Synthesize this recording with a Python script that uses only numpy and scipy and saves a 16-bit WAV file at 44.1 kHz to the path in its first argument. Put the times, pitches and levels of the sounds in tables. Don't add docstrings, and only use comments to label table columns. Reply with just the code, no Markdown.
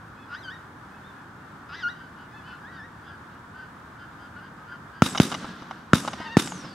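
import sys
import numpy as np
from scipy import signal
from scipy.fft import rfft, irfft, next_fast_len
from scipy.io import wavfile
from scipy.ndimage import map_coordinates

SR = 44100
rng = np.random.default_rng(int(sys.argv[2]) if len(sys.argv) > 2 else 0)


def wrap_up_sound(samples):
    columns = np.atleast_2d(samples).T
    tamed = np.clip(columns, -1, 1)
    steps = np.round(tamed * 32767).astype(np.int16)
    wavfile.write(sys.argv[1], SR, steps)


N = 297234

# start_s, climb_s, fall_s, hold_s, flick_s, hoarse_s, opening_hz, crest_hz, held_hz,
# sag_hz, flick_hz, first_db, second_db, overtone_db, dip_db
YELPS = [(0.276, .123, 0.04, .054, 0.0505, 0.089, 1338, 2068, 1610, 135, 1916, -32, -34.5, -3.5, 16),
         (1.681, 0.096, .06, 0.041, 0.0344, 0.147, 1290, 2010, 1429, 7.1, 1970, -30, -31, -1, 0.5),
         (2.602, .1, .105, 0.017, .036, 0, 1605, 1950, 1730, 5, 1910, -35.5, -34.5, -12.5, 9)]
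# middle_s, length_s, pitch_hz, level_db, overtone_db
HONKS = [(2, 0.18, 1560, -48.5, -0.5), (2.215, .12, 1503, -51.5, 3), (2.52, .13, 1426, -47.5, 3.5),
         (2.753, 0.1, 1546, -41.5, -6.5), (3.08, 0.098, 1690, -55.5, 13), (3.12, .1, 1552, -41.5, -11),
         (3.342, 0.099, 1420, -55, 2), (3.604, 0.14, 1516, -41.5, -6.5), (4.02, 0.11, 1550, -47, -2),
         (4.235, 0.09, 1610, -47, -1), (4.385, 0.066, 1457, -43, -6), (4.45, .09, 1550, -46, -1.5),
         (4.61, 0.075, 1257, -48.5, -10), (4.72, .11, 1550, -43, -5), (4.983, .12, 1564, -44, -3.5),
         (5.51, 0.18, 1600, -44, -15), (6.235, .12, 1010, -36, -2.5)]
# middle_s, length_s, pitch_hz, level_db, overtone_db
NASAL_CALLS = [(.215, 0.12, 862, -58, 12), (0.956, .13, 863, -65, 12.5), (1.079, .085, 1824, -59, 20),
               (1.2, .11, 855, -51, -5), (1.44, .092, 927, -52, -7), (2.37, .12, 871, -46.5, -3),
               (2.486, .11, 1520, -54.5, 14), (2.501, 0.12, 866, -50, 3), (6.27, .065, 918, -35, 0.5),
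               (6.328, 0.083, 932, -35, -2)]
# frequency_hz, gain_db
THROAT = [(500, -33), (900, -9), (1400, 1), (1650, -5), (2000, -10), (2350, -17), (2750, -13.5),
          (3700, -17.5), (4300, -28), (4900, -14.5), (5500, -32.5), (6200, -32), (6900, -44), (9000, -53)]
# frequency_hz, share_0_to_1
STRAIN = [(1900, 0), (2600, 1), (4800, 0.89), (5600, 0.91)]
# start_s, push_s, lag_s, crack_db, ping_db, scatter_db, swell_s, whistle_db
SHOTS = [(5.0211, 0.0028, 0.00021, -13, -7.5, -18, 0.043, -37),
         (5.2002, .0022, 0.00033, -11, -48, -17, 0.033, -48),
         (5.9332, 0.00255, 0.00092, -11.5, -10.5, -16.5, 0.024, -44),
         (6.3693, 0.0018, 0, -11.5, -18, -16, .029, -36)]
# frequency_hz, gain_db
CRACK = [(200, 1), (700, -32), (1500, 9.5), (2200, -14), (2900, -1), (4200, -15), (5600, -7.5), (8000, -18),
         (12000, -45), (16000, -42)]
# frequency_hz, gain_db
SCATTER_TONE = [(50, -48), (110, -8.5), (175, 2), (270, 2), (450, -9), (700, -15), (1300, -7),
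                (2300, -15.5), (2850, -11.5), (3250, -15), (3700, -5.5), (4250, -18.5), (4900, -12.5),
                (7500, -20), (10600, -21.5), (15500, -37)]
# frequency_hz, fade_s
SCATTER_FADE = [(150, 0.88), (400, 0.44), (1500, 0.37), (4000, 0.25), (8000, 0.72), (14000, 0.21)]
# frequency_hz, gain_db
FAR_TREES = [(50, -38), (180, 12.5), (400, -2.5), (800, -5.5), (1500, -3), (2300, -11.5), (3500, -8.5),
             (6000, -17.5), (9000, -37), (15000, -43)]
# start_s, level_db, slide_s, treble_db
CLACKS = [(5.149, -19, 0.013, -12.5), (5.176, -18.5, .007, 3), (5.317, -21.5, 0.012, -5),
          (5.3426, -22.5, 0.0097, -2), (5.7107, -22.5, 0.0047, -14.5), (6.049, -27.5, 0.0034, -18),
          (6.077, -19.5, 0.0083, -10), (6.1324, -25, 0.0076, -6), (6.474, -24, 0.0012, 0),
          (6.52, -27.5, 0.0049, -12)]
# start_s, level_db
BUMPS = [(5.444, -29.5), (5.6216, -34), (6.202, -31.5), (6.645, -36)]
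# frequency_hz, width_hz, gain_db
CLACK_TONES = [(763, 226, 2), (1370, 420, -2), (2160, 103, -1), (2920, 125, 3), (3770, 170, -0.5),
               (4920, 210, -4.5), (5860, 300, -7), (8800, 3400, -30)]
# frequency_hz, gain_db
ROAD_RUMBLE = [(15, -45), (25, -27), (86, -2), (161, -2), (277, -5.5), (339, -8), (372, -10.5), (518, -16),
               (600, -21.5), (780, -41), (1320, -120)]
# frequency_hz, gain_db
TYRE_HISS = [(290, -30), (500, -11.5), (657, -7.5), (815, -3.5), (982, -0.5), (1100, -0.5), (1290, 0.5),
             (1490, 1), (1820, -6), (1900, -11), (2610, -20), (3630, -20.5), (3960, -24), (7890, -31),
             (15500, -41.5)]
# frequency_hz, likeness_0_to_1
NEAR_GUN = [(200, 1), (700, 0.95), (1650, 0.87), (5000, 0.5), (15000, 0.64)]
# frequency_hz, likeness_0_to_1
ALL_ROUND = [(180, 0.99), (550, 0.78), (1650, 0.41), (5000, 0.13), (15000, 1)]

YELP_ROUGH, HONK_ROUGH, CLEAR_ROUGH = 0.74, 0.71, 0.05


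def geese():
    flock = np.zeros(N)
    for start_s, *shape in YELPS:
        add(flock, start_s, yelp(*shape))
    for calls, rough in (HONKS, HONK_ROUGH), (NASAL_CALLS, CLEAR_ROUGH):
        for middle_s, length_s, *note in calls:
            add(flock, middle_s - length_s / 2, short_call(length_s, *note, rough))
    return flock


def yelp(climb_s, fall_s, hold_s, flick_s, hoarse_s, opening_hz, crest_hz, held_hz, sag_hz, flick_hz,
         first_db, second_db, overtone_db, dip_db, attack_s=0.073, release_s=0.038):
    broken_s = climb_s + fall_s
    end_s = broken_s + hold_s + flick_s
    t = np.arange(int((end_s + release_s) * SR)) / SR
    climbing = (1 - np.cos(np.pi * ramp(t, .35 * climb_s, .65 * climb_s))) / 2
    breaking = ramp(t, climb_s, fall_s) ** 2
    flicking = np.sin(np.pi / 2 * ramp(t, broken_s + hold_s, flick_s))
    pitch_hz = (opening_hz + (crest_hz - opening_hz) * climbing
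                + (held_hz - crest_hz) * breaking
                - sag_hz * ramp(t, broken_s, hold_s)
                + (flick_hz - held_hz + sag_hz) * flicking
                - 3500 * np.maximum(t - end_s, 0))
    fade_db = 21 * (1 - ramp(t, 0, attack_s) + ramp(t, end_s, release_s))
    effort_db = first_db + (second_db - first_db) * breaking - fade_db
    falter_db = dip_db * np.exp(-((t - climb_s - 0.4 * fall_s) / 0.027) ** 2 / 2)
    weak_db = falter_db + 13.5 * np.maximum(np.log2(pitch_hz / 1440), 0)
    rough = YELP_ROUGH + (CLEAR_ROUGH - YELP_ROUGH) * ramp(t, hoarse_s - 0.004, 0.008)
    return voice(pitch_hz, effort_db - weak_db, overtone_db + weak_db, rough,
                 jitter=0.0061, beat_jitter=0.0151)


def short_call(length_s, pitch_hz, level_db, overtone_db, rough):
    slack = np.linspace(-1, 1, int(length_s * SR)) ** 2
    return voice(pitch_hz * (1 - 0.0776 * slack), level_db - 10.5 * slack, overtone_db, rough,
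                 jitter=0.0036, beat_jitter=.007)


def voice(pitch_hz, level_db, overtone_db, rough, jitter, beat_jitter):
    size = len(pitch_hz)
    far_db = min(level_db.max() + 38.5, 0)
    air_db = lambda hz: far_db * along([(4300, 0.059), (5600, 0.75)], hz)
    throat = lambda hz: amp(along(THROAT, hz) + overtone_db * along(STRAIN, hz) + air_db(hz))
    multiples = np.arange(1, 8)[:, None]
    flutter = amp(3 * np.array([wobble(72.8, size) for _ in multiples]))
    phase = multiples * phase_of(pitch_hz * (1 + jitter * wobble(176.3, size)))
    clear = np.sum(flutter * throat(multiples * pitch_hz) * np.sin(phase), axis=0)
    beat_hz = 305 * rng.uniform(.88, 1.06) * (pitch_hz / np.median(pitch_hz)) ** .45
    beat_multiples = np.arange(2, 23)[:, None]
    tones_hz = beat_multiples * beat_hz
    spread_hz = 105 + 95 * rough
    gaps = [(tones_hz - n * pitch_hz) / (spread_hz * n ** .6) for n in range(1, 5)]
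    clusters = np.sqrt(sum(1 / (1 + gap ** 2) ** 1.5 for gap in gaps))
    beat_phase = beat_multiples * phase_of(beat_hz * (1 + beat_jitter * wobble(216.4, size)))
    beat_phase += rng.uniform(0, np.pi, beat_multiples.shape)
    hoarse = np.sum(clusters * throat(tones_hz) * np.sin(beat_phase), axis=0)
    tone = (1 - rough ** 2) * clear + 1.12 * rough * hoarse
    loudness = amp(level_db + 1.3 * wobble(97, size)) * signal.windows.tukey(size, .08)
    return np.sqrt(2) * tone * loudness


def hedge_echo(flock, fade_s=0.34):
    t = np.arange(SR) / SR
    tail = noise(np.ones_like, SR, ALL_ROUND) * amp(-60 * t / fade_s) * rise(t, 0.0047)
    return signal.fftconvolve(flock[None], tail / np.linalg.norm(tail[0]), axes=1)[:, :N]


def shotgun():
    gun, t = np.zeros((2, N)), np.arange(SR) / SR
    for start_s, push_s, lag_s, crack_db, ping_db, scatter_db, swell_s, whistle_db in SHOTS:
        add(gun, start_s, blast(push_s, lag_s, crack_db, ping_db))
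        add(gun, start_s, amp(scatter_db) * stubble_scatter(t, swell_s))
        add(gun, start_s, tree_echo(t))
        add(gun, start_s, amp(whistle_db) * wad_whistle(t))
    return gun


def blast(push_s, lag_s, crack_db, ping_db, drive=4, ping_hz=1360):
    t = np.arange(SR // 10) / SR
    pressure = np.tanh(drive * (t / push_s - 1) * np.exp(-.76 * t / push_s))
    low_cut = lambda hz, edge_hz, loss: -hz ** 2 / (edge_hz ** 2 - hz ** 2 + 1j * loss * edge_hz * hz)
    bass_loss = lambda hz: low_cut(hz, 185, 0.92) * low_cut(hz, 72, 0.67) * 1j * hz / (200 + 1j * hz)
    treble_loss = lambda hz: 1 / (1 + 1j * hz / 2400) ** 2
    delay = lambda hz: np.exp(-2j * np.pi * hz * lag_s)
    boom = filtered(pressure, lambda hz: bass_loss(hz) * treble_loss(hz) * delay(hz))
    crack = noise(colour(CRACK), len(t)) * amp(crack_db - 60 * t / 0.02)
    ping = np.sin(2 * np.pi * ping_hz * t) * amp(ping_db + 5 - 60 * t / 0.019)
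    return amp(4.0) * boom + crack + ping


def stubble_scatter(t, swell_s):
    hz, frame_s, bands = signal.stft(noise(colour(SCATTER_TONE), SR), SR, nperseg=256)
    fade = amp(-60 * np.maximum(frame_s - swell_s, 0) / along(SCATTER_FADE, hz)[:, None])
    echo = signal.istft(bands * fade, SR, nperseg=256)[1][:, :SR]
    peak_db = 4 * np.exp(-((t - swell_s) / 0.0068) ** 2)
    return echo * rise(t, 0.002) * amp(-11.5 + peak_db + 2.47 * wobble(221.3, SR))


def tree_echo(t, fade_s=1.81):
    roll = noise(colour(FAR_TREES), SR) * rise(t, 0.13)
    return roll * amp(-34.0 - 60 * t / fade_s + 2.03 * wobble(22.9, SR))


def wad_whistle(t, start_hz=10200, halving_s=.295, fade_s=0.86):
    pitch_hz = start_hz / (1 + t / halving_s) * (1 + .05 * wobble(1600, SR))
    loudness = rise(t, .15) * amp(6 - 60 * t / fade_s + 2.5 * wobble(60, SR))
    return np.sin(phase_of(pitch_hz)) * loudness


def gun_handling():
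    knocks = np.zeros((2, N))
    for start_s, level_db, slide_s, treble_db in CLACKS:
        add(knocks, start_s, knock(level_db, slide_s, treble_db, thud_db=-16))
    for start_s, level_db in BUMPS:
        add(knocks, start_s, knock(level_db, slide_s=0.0095, treble_db=-12, thud_db=15.5))
    return knocks


def knock(level_db, slide_s, treble_db, thud_db):
    t = np.arange(SR // 8) / SR
    tones = lambda hz: sum(
        (-1) ** k * amp(db) * 1j * hz * width / (centre ** 2 - hz ** 2 + 1j * hz * width)
        for k, (centre, width, db) in enumerate(CLACK_TONES))
    curve = lambda hz: tones(hz) * amp(along([(1400, 0), (3000, treble_db)], hz))
    tick = filtered(1.0 * (t == 0), curve)
    fade_db = 60 * np.maximum(t - slide_s, 0) / .02
    rattle = noise(curve, len(t)) * amp(2.2 * wobble(600, len(t)) - fade_db)
    thud = np.sin(2 * np.pi * 310 * t) * amp(thud_db - 3.5 - 60 * t / 0.022)
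    return amp(level_db - 7) * (amp(21) * tick / np.linalg.norm(tick) + rattle + thud)


def distant_road(rumble_db=-49, hiss_db=-47):
    rumble = noise(colour(ROAD_RUMBLE), N, ALL_ROUND) * amp(rumble_db + 0.27 * wobble(11, N))
    hiss = noise(colour(TYRE_HISS), N, ALL_ROUND) * amp(hiss_db + 0.49 * wobble(8.4, N))
    return rumble + hiss


def amp(db):
    return 10 ** (np.asarray(db) / 20)


def along(points, hz):
    frequencies, values = np.transpose(points)
    return np.interp(np.log(hz + 1), np.log(frequencies + 1), values)


def colour(points):
    return lambda hz: amp(along(points, hz))


def wobble(rate, size):
    knots = rng.standard_normal(int(size * rate / SR) + 4)
    return map_coordinates(knots, [np.arange(size) * rate / SR])


def ramp(t, start_s, length_s):
    return np.clip((t - start_s) / length_s, 0, 1)


def rise(t, rise_s):
    return 1 - np.exp(-t / rise_s)


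def phase_of(hz):
    return 2 * np.pi * np.cumsum(hz) / SR


def filtered(sound, curve):
    size = sound.shape[-1]
    padded = next_fast_len(size + SR // 4)
    return irfft(rfft(sound, padded) * curve(np.fft.rfftfreq(padded, 1 / SR)), padded)[..., :size]


def noise(curve, size, likeness=NEAR_GUN):
    angle = lambda hz: np.arccos(np.clip(along(likeness, hz), -1, 1)) / 2
    split = lambda hz: curve(hz) * np.array([np.cos(angle(hz)), np.sin(angle(hz))])
    mid, side = filtered(rng.standard_normal((2, size)), split)
    stereo = np.array([mid + side, mid - side])
    return stereo / np.sqrt(np.mean(stereo ** 2) + 1e-20)


def add(track, start_s, sound):
    i = round(start_s * SR)
    track[..., i:i + sound.shape[-1]] += sound[..., :max(N - i, 0)]


def scene():
    flock = geese()
    direct = flock * amp([[.7], [-.7]])
    return direct + amp(-9) * hedge_echo(flock) + shotgun() + gun_handling() + distant_road()


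def record(dry, ceiling=0.93, hardness=5, top_hz=15700):
    rounded = dry / (1 + np.abs(dry / ceiling) ** hardness) ** (1 / hardness)
    return filtered(rounded, lambda hz: hz < top_hz)


dry = scene()
out = record(dry)
wrap_up_sound(out)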